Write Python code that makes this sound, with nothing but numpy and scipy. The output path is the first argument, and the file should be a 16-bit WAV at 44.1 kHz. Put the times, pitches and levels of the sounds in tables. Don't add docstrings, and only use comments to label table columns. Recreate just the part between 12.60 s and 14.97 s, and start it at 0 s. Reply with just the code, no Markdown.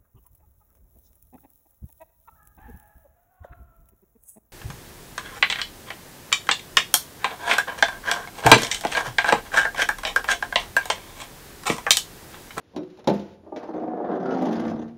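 import sys
import numpy as np
from scipy import signal
from scipy.fft import rfft, irfft, next_fast_len
from scipy.io import wavfile
from scipy.ndimage import uniform_filter1d

SR = 44100
rng = np.random.default_rng(int(sys.argv[2]) if len(sys.argv) > 2 else 0)


def unload_wav(signal):
    wavfile.write(
        sys.argv[1],
        SR,
        np.round(np.clip(np.atleast_2d(signal).T, -1, 1) * 32767).astype(np.int16),
    )


N = 104605
T = np.arange(N) / SR

# frequency_hz, level_db (relative)
PANEL_SPECTRUM = [(30, -70.5), (90, -39), (160, -18), (230, 0.5), (360, 1), (480, 2), (570, -5.5),
                  (780, -1.5), (920, -14.5), (1300, -22.5), (2200, -34), (5000, -74.5), (12000, -120)]
# frequency_hz, level_db (relative)
GRIT_SPECTRUM = [(100, -45), (700, 4), (1700, 12.5), (2500, 7), (3600, 4.5), (6200, -1), (7200, -9.5),
                 (10000, -16), (15500, -30.5)]


def amp(db):
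    return 10 ** (np.asarray(db) / 20)


def unit(x):
    return x / np.sqrt(np.mean(x ** 2) + 1e-20)


def along(points, hz):
    f, v = np.transpose(points)
    return np.interp(np.log(hz + 1), np.log(f + 1), v)


def level(rows):
    s, db = np.transpose(rows)
    return amp(np.interp(T, s, db, left=-120))


def colour(x, points, size=16384):
    log_gain = np.log(amp(along(points, np.fft.rfftfreq(size, 1 / SR))))
    cepstrum = irfft(log_gain)[:size // 2]
    cepstrum[1:] *= 2
    response = irfft(np.exp(rfft(cepstrum, size)))[:size // 2]
    return signal.fftconvolve(x, response)[:len(x)]


def tail(decay, size=256, count=SR // 2):
    hz, t, z = signal.stft(rng.standard_normal(count), SR, nperseg=size)
    fading = z * amp(-60 * t / along(decay, hz)[:, None])
    y = signal.istft(fading, SR, nperseg=size)[1]
    return y / np.linalg.norm(y)


def add(track, s, sound):
    part = track[round(s * SR):][:len(sound)]
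    part += sound[:len(part)]


def knocks(rows, spectrum, decay, size=441, count=8192):
    out, hz = np.zeros(N), np.fft.rfftfreq(count, 1 / SR)
    for s, db in rows:
        add(out, s, amp(db) * tail(decay, count=count))
    power = np.average(amp(along(spectrum, hz)) ** 2, weights=along(decay, hz))
    return colour(out, spectrum) * np.sqrt(size / 2 / power)


def struck(modes, attack=0.009, count=SR // 2):
    t = T[:count]
    out = np.zeros(count)
    for hz, db, t60 in modes:
        decay = np.exp(-np.log(1000) * t / t60)
        out += amp(db) * decay * np.sin(2 * np.pi * (hz * t + rng.random()))
    return out * (1 - np.exp(-t / attack))


def steady(x, size=5000):
    slow_power = uniform_filter1d(uniform_filter1d(x * x, size), size)
    return x / np.sqrt(np.abs(slow_power) + 1e-20)


def wobble(rate):
    knots = rng.standard_normal(100)
    return np.interp(T * rate, np.arange(len(knots)), knots)


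def patchy(x, depth_db, size=512):
    z = signal.stft(x, nperseg=size)[2]
    field = uniform_filter1d(rng.standard_normal(z.shape), size=6, axis=0)
    field = uniform_filter1d(field, size=6, axis=1)
    return unit(signal.istft(z * amp(depth_db * unit(field)), nperseg=size)[1][:N])


def ventilation():
    # frequency_hz, level_db (relative)
    air_spectrum = [(25, -12.5), (50, -8.5), (75, 3), (140, -1), (250, -2.5), (500, -4), (1000, -17),
                    (2000, -26), (5000, -39), (10000, -37.5), (16000, -50)]
    noise = rng.standard_normal(N + SR)
    return amp(-58) * unit(colour(noise, air_spectrum)[SR:])


def hall_answer(body, bright):
    # frequency_hz, t60_s
    hall_decay = [(100, 0.68), (500, 0.66), (2000, 0.48), (6000, 0.3), (14000, 0.42)]
    sent = amp(-13.5) * body + amp(-14) * bright
    return signal.fftconvolve(sent, tail(hall_decay, count=SR))[:N]


def handle_rub():
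    # time_s, level_db
    rub_envelope = [(0, -71.5), (.13, -67.5), (.2, -68.5), (.35, -65.5), (.4, -67.5), (.45, -69.5),
                    (.55, -48.5), (.65, -59.5), (.74, -63), (.79, -74.5)]
    # frequency_hz, level_db (relative)
    rub_spectrum = [(500, -10.5), (1300, 1), (3800, -2.5), (6000, -9), (10000, -26), (15500, -27)]
    return level(rub_envelope) * unit(colour(rng.standard_normal(N), rub_spectrum))


def snaps():
    # start_s, level_db
    snap_rows = [(.539, -52), (.545, -56), (1.824, -52), (1.858, -55.5), (1.929, -53), (2.0, -53),
                 (2.068, -59), (2.101, -60.5)]
    # frequency_hz, level_db (relative)
    snap_spectrum = [(2000, -8), (6000, 11), (10000, 3.5), (15500, -6)]
    return knocks(snap_rows, snap_spectrum, [(10000, .05)])


def latch_steel():
    # start_s, level_db
    click_rows = [(0.1625, -36), (.174, -43.5), (.2325, -52.5), (0.302, -54.5), (0.373, -51.5),
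                  (0.387, -57), (.393, -48.5), (.4426, -47), (0.4739, -21.5), (0.487, -36), (.497, -31),
                  (0.596, -43.5)]
    # frequency_hz, level_db (relative)
    steel_spectrum = [(300, 10), (1000, 7.5), (2000, 1.5), (3000, 3), (3900, 8.5), (4700, 0.5), (5600, 0.5),
                      (7000, -5), (10000, -12), (15500, -20.5)]
    # frequency_hz, t60_s
    steel_decay = [(1000, 0.27), (4000, 0.07), (14000, 0.047)]
    # frequency_hz, level_db (relative), t60_s
    bolt_modes = [(940, 6.5, 0.085), (1046, 10, .05), (1734, -3.5, .06), (2395, -3, 0.17),
                  (2900, -7, 0.063), (3560, -9.5, 0.073), (3840, -3, 0.085), (4030, 1, 0.091),
                  (5360, -7, 0.11)]
    bolt_db = -18
    out = knocks(click_rows, steel_spectrum, steel_decay)
    for s, db in click_rows:
        add(out, s, amp(db + bolt_db) * struck(bolt_modes, attack=0.00042, count=8192))
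    return out


def latch_body():
    # start_s, level_db
    blow_rows = [(.136, -44.5), (.148, -34), (0.1633, -21.5), (0.387, -40.5), (.444, -41), (.473, -6),
                 (.483, -14), (.497, -21)]
    # frequency_hz, level_db (relative)
    thud_spectrum = [(25, -57), (90, -29), (130, -17), (170, 2.5), (330, 0.5), (520, -0.5), (800, -1.5),
                     (1050, -11.5), (1300, -33), (2000, -40.5), (5000, -56), (15000, -100)]
    # frequency_hz, t60_s
    thud_decay = [(80, 0.85), (170, 0.13), (350, 0.28), (700, 0.096), (2000, 0.05)]
    # frequency_hz, level_db (relative), t60_s
    handle_modes = [(209, -6, 0.16), (305.4, 1, 0.3), (360, -2, 0.41), (371.3, 0, 0.41), (500, -6.5, 0.36),
                    (564, 5, 0.11), (633, -1, 0.13), (865, -22, 0.19), (1050, -22, 0.21), (3780, -26, .25),
                    (5650, -23, 0.16)]
    # frequency_hz, level_db (relative), t60_s
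    lid_modes = [(85.25, -23, 1.35), (130.5, -17, 0.25), (163.2, 0.5, 0.23), (201.5, 7, 0.45),
                 (296, -20, 0.2), (350, -10.5, .42), (383.5, -10, 0.14), (469, -2.5, 0.16), (515, 0, 0.22),
                 (556, -14, 0.23), (660, -4.5, 0.29), (689, 2.5, .24), (829, -5.5, .26), (885, -0.5, 0.27),
                 (1034, -18, 0.21), (1460, -30, .7)]
    handle_s, handle_db = .1635, -29.5
    release_s, release_db = .474, -23
    out = knocks(blow_rows, thud_spectrum, thud_decay)
    add(out, handle_s, amp(handle_db) * struck(handle_modes))
    add(out, release_s, amp(release_db) * struck(lid_modes, attack=0.012))
    return out


def pivot_ticks():
    # start_s, level_db (relative)
    tick_rows = [(0.9615, -29.5), (1.0308, -38.5), (1.1968, -45), (1.278, -59.5), (1.5215, -50),
                 (1.6567, -36), (1.707, -32), (1.7396, -34), (1.7814, -35.5), (1.8195, -32),
                 (1.8543, -34.5), (1.927, -29), (1.9547, -34.5), (1.98, -37), (1.9964, -30.5),
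                 (2.0375, -38), (2.079, -31), (2.0984, -38), (2.2807, -45.5)]
    # frequency_hz, level_db (relative), t60_s
    pivot_modes = [(1460, 8.5, 0.12), (2052, 4.5, .25), (2280, -1.5, 0.3), (2620, 1, 0.13),
                   (2950, 2.5, 0.14), (3310, -0.5, .14), (3490, -10, 0.13), (4000, -2, 0.099),
                   (4690, -6.5, 0.22), (5220, -6, 0.28), (6200, -2, 0.085)]
    pivot_db, spread_db = -32, 7
    out = amp(-10) * knocks(tick_rows, GRIT_SPECTRUM, [(1500, 0.19), (5000, 0.16), (14000, .07)])
    for s, db in tick_rows:
        modes = [(hz, g + spread_db * rng.standard_normal(), t60) for hz, g, t60 in pivot_modes]
        add(out, s, amp(db + pivot_db) * struck(modes, attack=.001, count=6000))
    return out


def hinge_jerks():
    # start_s, thud_db (relative), ring_db
    slip_rows = [(.836, -37, -59.5), (.865, -29.5, -45), (.921, -25, -29), (.961, -18.5, -34.5),
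                 (1.029, -22.5, -33), (1.088, -20.5, -32), (1.145, -21.5, -48.5), (1.159, -19, -33),
                 (1.22, -20.5, -36), (1.331, -16.5, -45.5), (1.401, -14.5, -28.5), (1.439, -18.5, -30.5),
                 (1.488, -10, -39), (1.715, -13.5, -49.5), (1.819, -12, -22.5), (1.865, -13, -37),
                 (2.026, -18, -48)]
    # frequency_hz, level_db (relative), t60_s
    jerk_modes = [(292, -10.5, .3), (359.2, -4.5, 0.23), (594, -4.5, 0.16), (617, -3, 0.16),
                  (804.8, -2.5, 0.11), (908, -2.5, 0.053), (1190, -19, 0.25)]
    thuds = [row[:2] for row in slip_rows]
    out = amp(-7) * knocks(thuds, PANEL_SPECTRUM, [(250, 0.28), (800, 0.29), (2000, 0.16)])
    for s, _, db in slip_rows:
        add(out, s, amp(db) * struck(jerk_modes, attack=.002, count=8192))
    return out


def slip_train():
    rate, scatter, spread_db = 85, .4, 3.5
    chance = rng.standard_normal((400, 2))
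    s = (np.arange(len(chance)) + scatter * chance[:, 0]) / rate
    return np.bincount(np.abs(s * SR).astype(int), amp(spread_db * chance[:, 1]), N)[:N]


def rubbed(slips, spectrum, t60, rough):
    same = signal.fftconvolve(slips, tail([(1000, t60)]))[:N]
    power_decay = amp(-120 * T[:SR // 4] / t60)
    energy = signal.fftconvolve(slips ** 2, power_decay)[:N]
    fresh = np.sqrt(np.abs(energy)) * rng.standard_normal(N)
    return steady(colour(unit(same) + rough * unit(fresh), spectrum))


def gliding(push, hz, t60, size=2000):
    turn = np.exp(2j * np.pi * np.cumsum(hz) / SR)
    loss = np.exp(-np.log(1000) / (t60 * SR))
    ringing = signal.lfilter([1], [1, -loss], push * turn.conj())
    return steady((turn * ringing).imag, size)


def squeal(push):
    # start_hz, level_db (relative)
    squeal_modes = [(1350, 0.5), (1440, -0.5), (1500, -14.5)]
    start_s, length_s, sag_hz_per_s = 1.655, 0.11, 500
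    t = np.clip(T - start_s, 0, length_s)
    shape = (1 - np.exp(-t / 0.0031)) * np.sqrt(np.abs(1 - t / length_s))
    creak = sum(amp(db) * gliding(push, hz - sag_hz_per_s * t, t60=0.23) for hz, db in squeal_modes)
    return amp(-41) * shape * creak


def spring(push):
    # peak_pitch_hz (before wander), sag_hz_per_s, peak_s, half_length_s, level_db (relative)
    hinge_modes = [(192.2, 69, 1.72, 0.27, -8.5), (241.2, 8.5, 1.3, 0.22, -11), (229, 9.5, 2.162, 0.3, 2),
                   (313.6, 17, 1.1, 0.35, -4), (260.2, 37.5, 1.76, 0.14, -1.5), (381.5, 43, 1.64, 0.1, 1.5),
                   (345.6, 8, 2, 0.52, -5.5), (308.5, -4, 2.08, 0.24, -5), (493.6, 2.5, 1.75, 0.47, -8),
                   (601, 57.5, 1.5, 0.22, -12.5), (718.6, 38, 1.45, 0.19, -0.5),
                   (777, 128, 1.1, 0.16, -8.5), (768, 61.5, 1.8, 0.13, -6.5), (731, 55, 1.7, 0.12, -9.5),
                   (990, 349.5, 1.4, 0.2, -22), (1144, -4, 1.95, .25, -19), (1610, 453, 1.5, 0.18, -22.5)]
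    wander_share, wander_rate = .012, 12
    out = np.zeros(N)
    for hz, sag, s, half, db in hinge_modes:
        swell = 1 / (1 + np.square(np.square((T - s) / half)))
        pitch_hz = (hz - sag * (T - s)) * (1 + wander_share * wobble(wander_rate))
        out += amp(db) * swell * gliding(push, pitch_hz, t60=1)
    return signal.lfilter(*signal.butter(4, 150, "high", fs=SR), out)


def hinges():
    # time_s, level_db
    groan_envelope = [(1.0, -52), (1.12, -34), (1.17, -26), (1.3, -29), (1.45, -30.5), (1.54, -26),
                      (1.62, -28.5), (1.74, -23.5), (1.84, -25), (1.93, -25), (2.03, -27), (2.2, -31.5),
                      (2.28, -39), (2.37, -57)]
    rasp_envelope = [(1.0, -46), (1.16, -45.5), (1.3, -51), (1.4, -44), (1.55, -33.5), (1.63, -40),
                     (1.69, -35.5), (1.85, -42), (2.02, -38.5), (2.1, -41.5), (2.2, -48.5), (2.3, -56),
                     (2.37, -81)]
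    grit_envelope = [(1.0, -66.5), (1.17, -63), (1.33, -82.5), (1.45, -77), (1.55, -58), (1.62, -62.5),
                     (1.72, -57.5), (1.93, -48.5), (2.12, -61.5), (2.22, -59), (2.27, -69), (2.36, -89)]
    boom_envelope = [(.9, -56), (1.5, -70.5), (1.85, -65), (2.0, -41), (2.07, -34.5), (2.2, -41.5),
                     (2.37, -53.5)]
    # frequency_hz, level_db (relative)
    rasp_spectrum = [(100, -68), (500, 4.5), (950, 1.5), (1400, -3.5), (1750, -12.5), (2300, -32),
                     (3500, -25.5), (12000, -82.5)]
    boom_spectrum = [(25, -40), (60, -9.5), (85, -9), (125, -9), (170, 0), (260, -5), (600, -61.5),
                     (3000, -120)]
    slips = slip_train()
    push = signal.lfilter(*signal.butter(2, 1500, fs=SR), slips - slips.mean())
    panel = rubbed(slips, PANEL_SPECTRUM, t60=.1, rough=0.45)
    groan = level(groan_envelope) * (amp(-5) * spring(push) + amp(-6) * panel)
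    rasp = amp(-2) * level(rasp_envelope) * rubbed(slips, rasp_spectrum, t60=0.24, rough=0.76)
    boom = level(boom_envelope) * rubbed(slips, boom_spectrum, t60=0.85, rough=0.16)
    scrape = patchy(rubbed(slips, GRIT_SPECTRUM, t60=.08, rough=.2), depth_db=3.5)
    grit = amp(1) * level(grit_envelope) * scrape
    return groan + hinge_jerks() + rasp + boom + squeal(push), grit + pivot_ticks()


def scene():
    groan, grit = hinges()
    body = latch_body() + groan
    bright = latch_steel() + handle_rub() + grit + snaps()
    car_and_hall = body + bright + hall_answer(body, bright)
    car_and_hall = signal.lfilter(*signal.butter(2, 75, "high", fs=SR), car_and_hall)
    return (car_and_hall + ventilation())[None]


def record(dry):
    notch_low_hz, notch_high_hz, top_hz = 7400, 9000, 15800
    m = next_fast_len(N + SR // 2)
    hz = np.fft.rfftfreq(m, 1 / SR)
    notch = np.where((hz > notch_low_hz) & (hz < notch_high_hz), .015, 1)
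    passed = notch * (hz < top_hz)
    return irfft(rfft(dry, m) * uniform_filter1d(passed, size=300), m)[:, :N]


dry = scene()
out = record(dry)
unload_wav(out)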